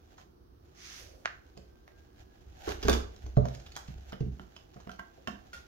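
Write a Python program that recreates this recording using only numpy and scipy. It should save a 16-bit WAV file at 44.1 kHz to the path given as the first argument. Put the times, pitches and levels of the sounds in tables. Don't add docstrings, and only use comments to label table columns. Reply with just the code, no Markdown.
import sys
import numpy as np
from scipy import signal
from scipy.fft import rfft, irfft, next_fast_len
from scipy.io import wavfile
from scipy.ndimage import uniform_filter1d, map_coordinates

SR = 44100
rng = np.random.default_rng(int(sys.argv[2]) if len(sys.argv) > 2 else 0)


def int16_out(signal):
    q = np.round(np.clip(np.atleast_2d(signal).T, -1, 1) * 32767)
    wavfile.write(sys.argv[1], SR, q.astype(np.int16))


N = 250044
CLOCK = np.arange(N) / SR
T = np.arange(SR) / SR
LEAD_IN = 256


def amp(db):
    return 10 ** (np.asarray(db) / 20)


def unit(x):
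    return x / np.sqrt(np.mean(x ** 2) + 1e-20)


def crest(x):
    return x / np.sqrt(uniform_filter1d(x ** 2, 180, mode="constant").max() + 1e-20)


def fade(t60):
    return np.exp(-np.log(1000) * T / max(abs(t60), 1e-3))


def swell(s, rise_s, fall_s, hold_s=0):
    early = np.maximum(s - CLOCK, 0)
    late = np.maximum(CLOCK - s - hold_s, 0)
    return amp(-20 * (early / max(rise_s, 1e-3) + late / max(fall_s, 1e-3)))


def wobble(rate):
    knots = rng.standard_normal(int(N * rate / SR) + 4)
    return map_coordinates(knots, [np.arange(N) * rate / SR])


def along(points, hz):
    freqs, values = np.transpose(points)
    return np.interp(np.log(hz + 1), np.log(freqs + 1), values)


def filtered(x, response):
    n = x.shape[-1]
    size = next_fast_len(n + 8192)
    return irfft(rfft(x, size) * response(np.fft.rfftfreq(size, 1 / SR)), size)[..., :n]


def burst(x, spectrum, size=2048):
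    cepstrum = irfft(np.log(amp(along(spectrum, np.fft.rfftfreq(size, 1 / SR)))))
    cepstrum[1:size // 2] *= 2
    cepstrum[size // 2 + 1:] = 0
    impulse_response = irfft(np.exp(rfft(cepstrum)))
    return crest(signal.oaconvolve(x, impulse_response)[:len(x)])


def ring(modes, damping=1, scatter_db=2.0):
    return sum(amp(db + scatter_db * rng.standard_normal())
               * np.sin(2 * np.pi * hz * T) * fade(min(t60, 1) / damping) for hz, db, t60 in modes)


def struck(modes, centre_hz, slope_db):
    return [(hz, db - slope_db * abs(np.log2(hz / centre_hz)), t60) for hz, db, t60 in modes]


def snaps(t60, clump_db):
    sizes = np.repeat(amp(clump_db * np.clip(rng.standard_normal(SR // 30), -2, 2)), 30)
    return rng.standard_normal(SR) * sizes * fade(t60) * (1 - fade(0.29 * t60))


def add(track, s, x):
    start = round(s * SR) - LEAD_IN
    track[:, start:start + x.shape[1]] += x[:, :N - start]


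# (frequency [Hz], correlation [-1 to 1])
COHERENCE = [(30, 1), (70, 0.84), (160, 0.95), (400, 0.052), (900, -0.66), (1800, -0.11), (4000, -0.26),
             (9000, 0.11)]

def diffuse(pair):
    def weights(hz):
        angle = np.arccos(np.clip(along(COHERENCE, hz), -1, 1)) / 2
        return np.array([np.cos(angle), np.sin(angle)])
    mid, side = filtered(pair, weights)
    return np.array([mid + side, mid - side])


def rush(spectrum, grain_db=0):
    grains = rng.standard_normal((2, N)) * amp(grain_db * wobble(500))
    return unit(diffuse(filtered(grains, lambda hz: amp(along(spectrum, hz)))))


# (frequency [Hz], phase lead of the left port [rad])
PHASE_LEAD = [(60, 0.13), (160, 0.91), (400, 1.55), (900, 2.06), (1800, 1.73), (4500, 1.7), (12000, 1.83)]
# (frequency [Hz], t60 [s])
ROOM_T60 = [(100, 0.42), (500, 0.43), (2000, 0.36), (6000, 0.35), (14000, 0.26)]

def heard(x, room_db):
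    x = np.pad(x, (LEAD_IN, 0))
    hz, t, noise = signal.stft(rng.standard_normal((2, 24000)), SR, nperseg=256)
    decay = amp(-60 * t / along(ROOM_T60, hz)[:, None])
    tail = signal.istft(noise * decay, SR, nperseg=256)[1]
    tail = diffuse(tail) / np.linalg.norm(tail[0])
    tail = np.pad(tail, ((0, 0), (130, 0)))
    direct = filtered(x, lambda hz: np.exp(.5j * along(PHASE_LEAD, hz) * np.array([[1], [-1]])))
    direct[:, :LEAD_IN] *= np.linspace(0, 1, LEAD_IN)
    return direct + amp(room_db) * signal.fftconvolve(x[None], tail, axes=1)[:, :len(x)]


# (frequency [Hz], spectral density [dB])
VENT_SPECTRUM = [(15, -50), (25, -26), (69, 2), (169, -11.5), (215, -11.5), (322, -8.5), (359, -4),
                 (433, -15.5), (482, -10.5), (523, -20.5), (1240, -22), (2120, -37), (5880, -36),
                 (7300, -52), (15500, -39.5)]
RUMBLE_SPECTRUM = [(15, -28), (30, -13.5), (50, -4.5), (64, -2.5), (80, -10), (120, -30),
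                   (250, -29.5), (600, -52), (2000, -120)]

def ventilation():
    return amp(-64) * rush(RUMBLE_SPECTRUM) + amp(-60) * rush(VENT_SPECTRUM)


def thin_tone():
    start_s, start_hz, glide_hz_per_s = 1.2, 1470, 175
    hz = start_hz + glide_hz_per_s * (CLOCK - start_s) + 6 * wobble(10)
    tone = unit(np.sin(2 * np.pi * np.cumsum(hz) / SR))
    waver = amp(5 * np.array([wobble(14), wobble(13.7)]))
    return amp(-81) * swell(start_s, rise_s=0.15, fall_s=0.091, hold_s=1.19) * waver * tone


# (time of peak speed [s], level [dB], rise time [s])
PAD_SLIDES = [(.08, -70.5, 0.5), (.215, -59.5, 0.18), (1.757, -52, -0.09), (2.212, -57.5, .1),
              (2.42, -63.5, 0.05), (2.715, -38.5, 0.1069), (2.92, -39.5, 0.1257), (3.24, -57, 0.2),
              (3.54, -54, 0.16), (3.75, -61.5, 0.2), (3.9, -61, 0.2), (3.984, -57, 0.01), (4.1, -54, 0.1)]
# (frequency [Hz], spectral density [dB])
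PILE_SPECTRUM = [(290, -28), (500, -1), (780, 9), (1100, -14), (1500, -0.5), (2000, -6.5), (3000, -6.5),
                 (5000, -11.5), (6700, -10.5), (7900, -24), (9800, -31), (12000, -20.5), (15500, -28.5)]

def rustle():
    slides = sum(amp(db) * swell(s, rise_s, fall_s=0.48 * rise_s) for s, db, rise_s in PAD_SLIDES)
    stir_s, growth_db_per_s = 0.66, 1.0
    fur = amp(-71 + growth_db_per_s * (CLOCK - stir_s))
    fur *= swell(stir_s, rise_s=0.13, fall_s=1, hold_s=N / SR)
    return np.hypot(slides, fur) * amp(2.5 * wobble(24.65)) * rush(PILE_SPECTRUM, grain_db=2.5)


# (frequency [Hz], spectral density [dB])
FEATHER_SPECTRUM = [(350, -32), (600, -9.5), (915, -8), (1200, -2.5), (1470, -2.5), (1690, -1),
                    (4260, -3.5), (5360, -0.5), (6400, 0), (7740, -18.5), (12500, -23), (15500, -25)]
WAKE_SPECTRUM = [(150, -25), (380, -3), (520, 0.5), (700, -7.5), (1000, -20), (3000, -33.5)]

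def swing():
    start_s, attack_s, hold_s, release_s = 0.74, 0.12, 0.13, 0.18
    since = CLOCK - start_s
    run_out = amp(-20 * np.maximum(since - attack_s - hold_s, 0) / release_s)
    speed = np.clip(since / attack_s, 0, 1) * run_out
    flutter = amp(-10) * swell(1.03, rise_s=0.2, fall_s=0.2) * rush(FIZZ_SPECTRUM, grain_db=1.5)
    wake = amp(-61) * swell(1.0, rise_s=0.08, fall_s=0.1, hold_s=0.21) * rush(WAKE_SPECTRUM)
    swish = rush(FEATHER_SPECTRUM, grain_db=1.0)
    return amp(-49.5) * speed * (swish + flutter) + wake


# (time [s], level [dB])
WALL_TAPS = [(1.2576, -16.5)]
# (frequency [Hz], level [dB])
TIP_SPECTRUM = [(100, -24), (400, -15.5), (680, -1.5), (930, -7.5), (1550, 3.5), (2300, -6), (3500, -16),
                (6800, -22), (8200, -43), (15000, -54)]

def wall_tap():
    out = np.zeros((2, N))
    for s, db in WALL_TAPS:
        tap = burst(signal.unit_impulse(SR), TIP_SPECTRUM)
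        add(out, s, heard(amp(db - 7) * tap, room_db=-11.5))
        graze = burst(snaps(0.12, clump_db=-8), TIP_SPECTRUM)
        add(out, s - .01, heard(amp(db - 23) * graze, room_db=-18))
        for delay_s, echo_db in [(.0034, -19), (.017, -21)]:
            echo = burst(snaps(0.017, clump_db=8), TIP_SPECTRUM)
            add(out, s + delay_s, heard(amp(db + echo_db) * echo, room_db=-3.5))
    return out


# (time [s], level [dB])
CLINKS = [(5.53, -43.5), (5.572, -56)]
# (frequency [Hz], level [dB], t60 before added damping [s])
CLASP_MODES = [(1230, -11, .25), (1425, 13, 0.43), (1470, 9, 0.21), (1850, 6, 0.28), (3450, -4, 0.17),
               (3860, 0, .2), (4820, -10, 0.11)]

def clasp():
    out = np.zeros((2, N))
    for s, db in CLINKS:
        contacts = snaps(0.079, clump_db=-2)
        metal = crest(ring(CLASP_MODES, damping=4) * (1 - fade(0.022)))
        rattle = amp(-3.5) * burst(contacts, CRACKLE_SPECTRUM)
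        rattle += amp(-18.5) * burst(contacts, FIZZ_SPECTRUM)
        add(out, s, heard(amp(db - 0.5) * (metal + rattle), room_db=-0.5))
    return out


# (time [s], level [dB], chatter t60 [s], relative thud [dB], favoured frequency [Hz])
WAND_KNOCKS = [(4.128, -39.5, 0.048, -11, 900), (4.396, -43, 0.008, -2.5, 1380),
               (4.562, -46.5, 0.024, -13, 4000), (4.761, -48.5, 0.075, -1, 700),
               (4.87, -43.5, 0.031, -3, 1430), (4.892, -39, 0.029, -14, 1700),
               (4.99, -36.5, 0.032, -9.5, 1260), (5.273, -31, 0.032, -9.5, 1700),
               (5.281, -32, 0.0084, -1.5, 880)]
# (frequency [Hz], level [dB], t60 before added damping [s])
WAND_MODES = [(716, 16.5, 0.39), (1116, -2, 0.31), (1385, 5, 0.23), (1574, 0, 0.41), (1760, -3.5, 0.23),
              (1940, -10, 0.36), (2730, 11.5, 0.16), (3000, 6, 0.22), (3190, -30, 0.15), (3970, -28, 0.15),
              (5130, 3, 0.23), (6040, 1, 0.29)]
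# (frequency [Hz], level [dB], t60 [s])
PERCH_MODES = [(201.5, 8, 0.092), (246.3, -14, 0.36)]

def wand():
    out = np.zeros((2, N))
    port_gains = amp([[-2], [1.5]])
    for s, db, t60, thud_db, centre_hz in WAND_KNOCKS:
        chatter = snaps(t60, clump_db=8.5)
        response = ring(struck(WAND_MODES, centre_hz, slope_db=15), damping=8.5, scatter_db=7)
        stick = crest(signal.fftconvolve(chatter, response)[:SR])
        scrape = (amp(-3.5) * burst(chatter, BODY_SPECTRUM)
                  + amp(-21) * burst(chatter, CRACKLE_SPECTRUM)
                  + amp(-25.5) * burst(chatter, FIZZ_SPECTRUM))
        thud = amp(thud_db) * crest(ring(PERCH_MODES) * (1 - fade(0.0086)))
        add(out, s, port_gains * heard(amp(db - 4) * (stick + scrape + thud), room_db=-5))
    return out


# (time [s], level [dB], relative dull body [dB], t60 [s])
BRIEF_CONTACTS = [(.178, -57, 7.5, 0.063), (1.575, -51, -16, .014), (1.8774, -62, 14, .011),
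                  (2.676, -55.5, 22, 0.032), (2.69, -37, -4, 0.02), (2.707, -44, 4, 0.015),
                  (2.72, -39, 2, 0.01), (2.827, -36.5, -5, 0.047), (2.852, -43.5, 6.5, 0.03),
                  (2.8814, -28.5, 7.5, 0.038), (2.8952, -24, -3, 0.013), (2.926, -29, -9, 0.066),
                  (2.944, -44, 13, 0.029), (3.163, -54.5, -8.5, 0.013), (3.263, -51.5, 3.5, 0.018),
                  (3.3672, -50, 11, 0.031), (3.454, -47.5, 10, 0.026), (3.485, -47.5, -22, .014),
                  (3.547, -45.5, -27, 0.02), (3.598, -53.5, -20, 0.038), (3.663, -49.5, -27, .035),
                  (3.719, -49, -24, 0.023), (3.7637, -35.5, -7.5, 0.0079), (3.771, -43.5, 3.5, 0.01),
                  (3.877, -53, -6, .048), (4.12, -51, 9.5, 0.022), (4.203, -53.5, -8, 0.051),
                  (4.563, -52, -15, 0.035), (4.741, -59, -3, 0.024), (4.8, -57.5, 2, .037),
                  (4.915, -48, -12, 0.015)]
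# (frequency [Hz], level [dB])
BODY_SPECTRUM = [(200, -42), (600, 2), (1400, -0.5), (2200, -10.5), (4000, -35)]
CRACKLE_SPECTRUM = [(900, -3.5), (2500, -3), (4900, -4), (6800, -7), (7900, -26), (10000, -37),
                    (15000, -38)]
FIZZ_SPECTRUM = [(5000, -29.5), (8000, -2.5), (9800, -1), (12000, 2.5), (15500, -10)]

def scuff_snaps_and_clicks():
    out = np.zeros((2, N))
    reference_db, reference_t60 = -28.5, 0.02
    for s, db, body_db, t60 in BRIEF_CONTACTS:
        fizz_db = -12 + 0.22 * (db - reference_db) + 1.5 * np.log2(reference_t60 / t60)
        slips = snaps(t60, clump_db=7)
        resonances = ring([(hz, 0, .025) for hz in rng.uniform(2800, 6700, size=4)])
        twang = amp(-7.5) * crest(signal.fftconvolve(slips, resonances)[:SR])
        crackle = burst(slips, CRACKLE_SPECTRUM) + amp(fizz_db) * burst(slips, FIZZ_SPECTRUM)
        body = amp(body_db) * burst(slips, BODY_SPECTRUM)
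        add(out, s, heard(amp(db - 3.5) * (crackle + twang + body), room_db=-3.5))
        drag = burst(snaps(0.052, clump_db=11), CRACKLE_SPECTRUM)
        add(out, s - .01, heard(amp(db - 14.5) * drag, room_db=-4))
    return out


# (time [s], board level [dB], relative shelf knock [dB], kind)
FOOTFALLS = [(1.031, -67, -5, "lean"), (1.571, -46.5, -1, "perch"), (2.2, -65.5, -1, "lean"),
             (2.47, -65.5, -10, "lean"), (2.675, -41, 13.5, "land"), (2.729, -59.5, 7, "land"),
             (2.829, -49, 11, "land"), (2.849, -30.5, -0.5, "land"), (2.883, -28, 11, "land"),
             (2.923, -42.5, -5, "land"), (3.03, -55, 6, "lean"), (3.24, -50.5, -4, "lean"),
             (3.261, -54, 7, "lean"), (3.371, -13.5, -8.5, "spring"), (3.453, -35.5, 2, "spring"),
             (3.66, -63, -9.5, "lean"), (3.885, -36.5, -20, "tread"), (3.957, -57.5, -3, "lean"),
             (4.126, -39.5, -4, "perch"), (4.207, -25, -8, "tread"), (4.263, -30, -26, "tread"),
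             (4.399, -49, -3, "tread"), (4.76, -49.5, 0.5, "perch"), (4.87, -44.5, -4, "perch"),
             (5.178, -61, 7, "perch"), (5.549, -68, -3, "lean")]
FOOTFALL_KINDS = {"perch": (-7.5, 180, 528), "lean": (17.3, 170, 320), "land": (6, 225, 415),
                  "spring": (-8, 132, 602), "tread": (-6.5, 155, 300)}
# (frequency [Hz], level [dB], t60 [s])
SWAY_MODES = [(45, 0, 0.3), (65, 9, 0.42), (92, 2.5, 0.25)]
BOARD_MODES = [(133.1, -2.5, 0.2), (145.4, -8, 0.15), (186.6, -2.5, 0.14), (234.4, -10, 0.31)]
# (frequency [Hz], level [dB], t60 before added damping [s])
SHELF_MODES = [(313.4, -12.5, 0.27), (369, -1.5, 0.13), (420, 0, 0.14), (535, -6, 0.14),
               (591.5, -10.5, 0.22), (666.5, 7.5, 0.072), (802, -8, 0.053), (886, -6.5, 0.091),
               (1120, -2, 0.078)]

def paws():
    out = np.zeros((2, N))
    board_gains = amp([[-3.5], [1.5]])
    for s, db, knock_db, kind in FOOTFALLS:
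        sway_db, board_hz, shelf_hz = FOOTFALL_KINDS[kind]
        board = ring(struck(BOARD_MODES, board_hz, slope_db=19), scatter_db=3)
        thump = amp(db) * crest(board * (1 - fade(0.014)))
        sway = amp(db + sway_db - 1) * crest(ring(SWAY_MODES) * (1 - fade(0.03)))
        shelf = ring(struck(SHELF_MODES, shelf_hz, slope_db=17.5), damping=2.84)
        knock = amp(db + knock_db - 1.5) * crest(shelf * (1 - fade(0.039)))
        add(out, s, board_gains * heard(thump, room_db=-8.5))
        add(out, s, heard(sway, room_db=-7.5) + heard(knock, room_db=-4))
    return out


def rocking():
    swells = [amp(db + FOOTFALL_KINDS[kind][0] - 25.5) * swell(s, rise_s=0.49, fall_s=0.55)
              for s, db, _, kind in FOOTFALLS]
    return np.linalg.norm(swells, axis=0) * rush(RUMBLE_SPECTRUM)


def scene():
    contacts = paws() + scuff_snaps_and_clicks() + wand() + wall_tap() + clasp()
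    return contacts + swing() + rustle() + thin_tone() + rocking() + ventilation()


# (frequency [Hz], left minus right level [dB])
PORT_BALANCE = [(60, -2.5), (150, 0.5), (400, -3.5), (900, -1.5), (1800, -2.5), (4500, -6), (12000, -5)]

def record(dry):
    top_hz = 15850
    split = np.array([[.5], [-.5]])
    return filtered(dry, lambda hz: amp(along(PORT_BALANCE, hz) * split) * (hz < top_hz))


dry = scene()
out = record(dry)
int16_out(out)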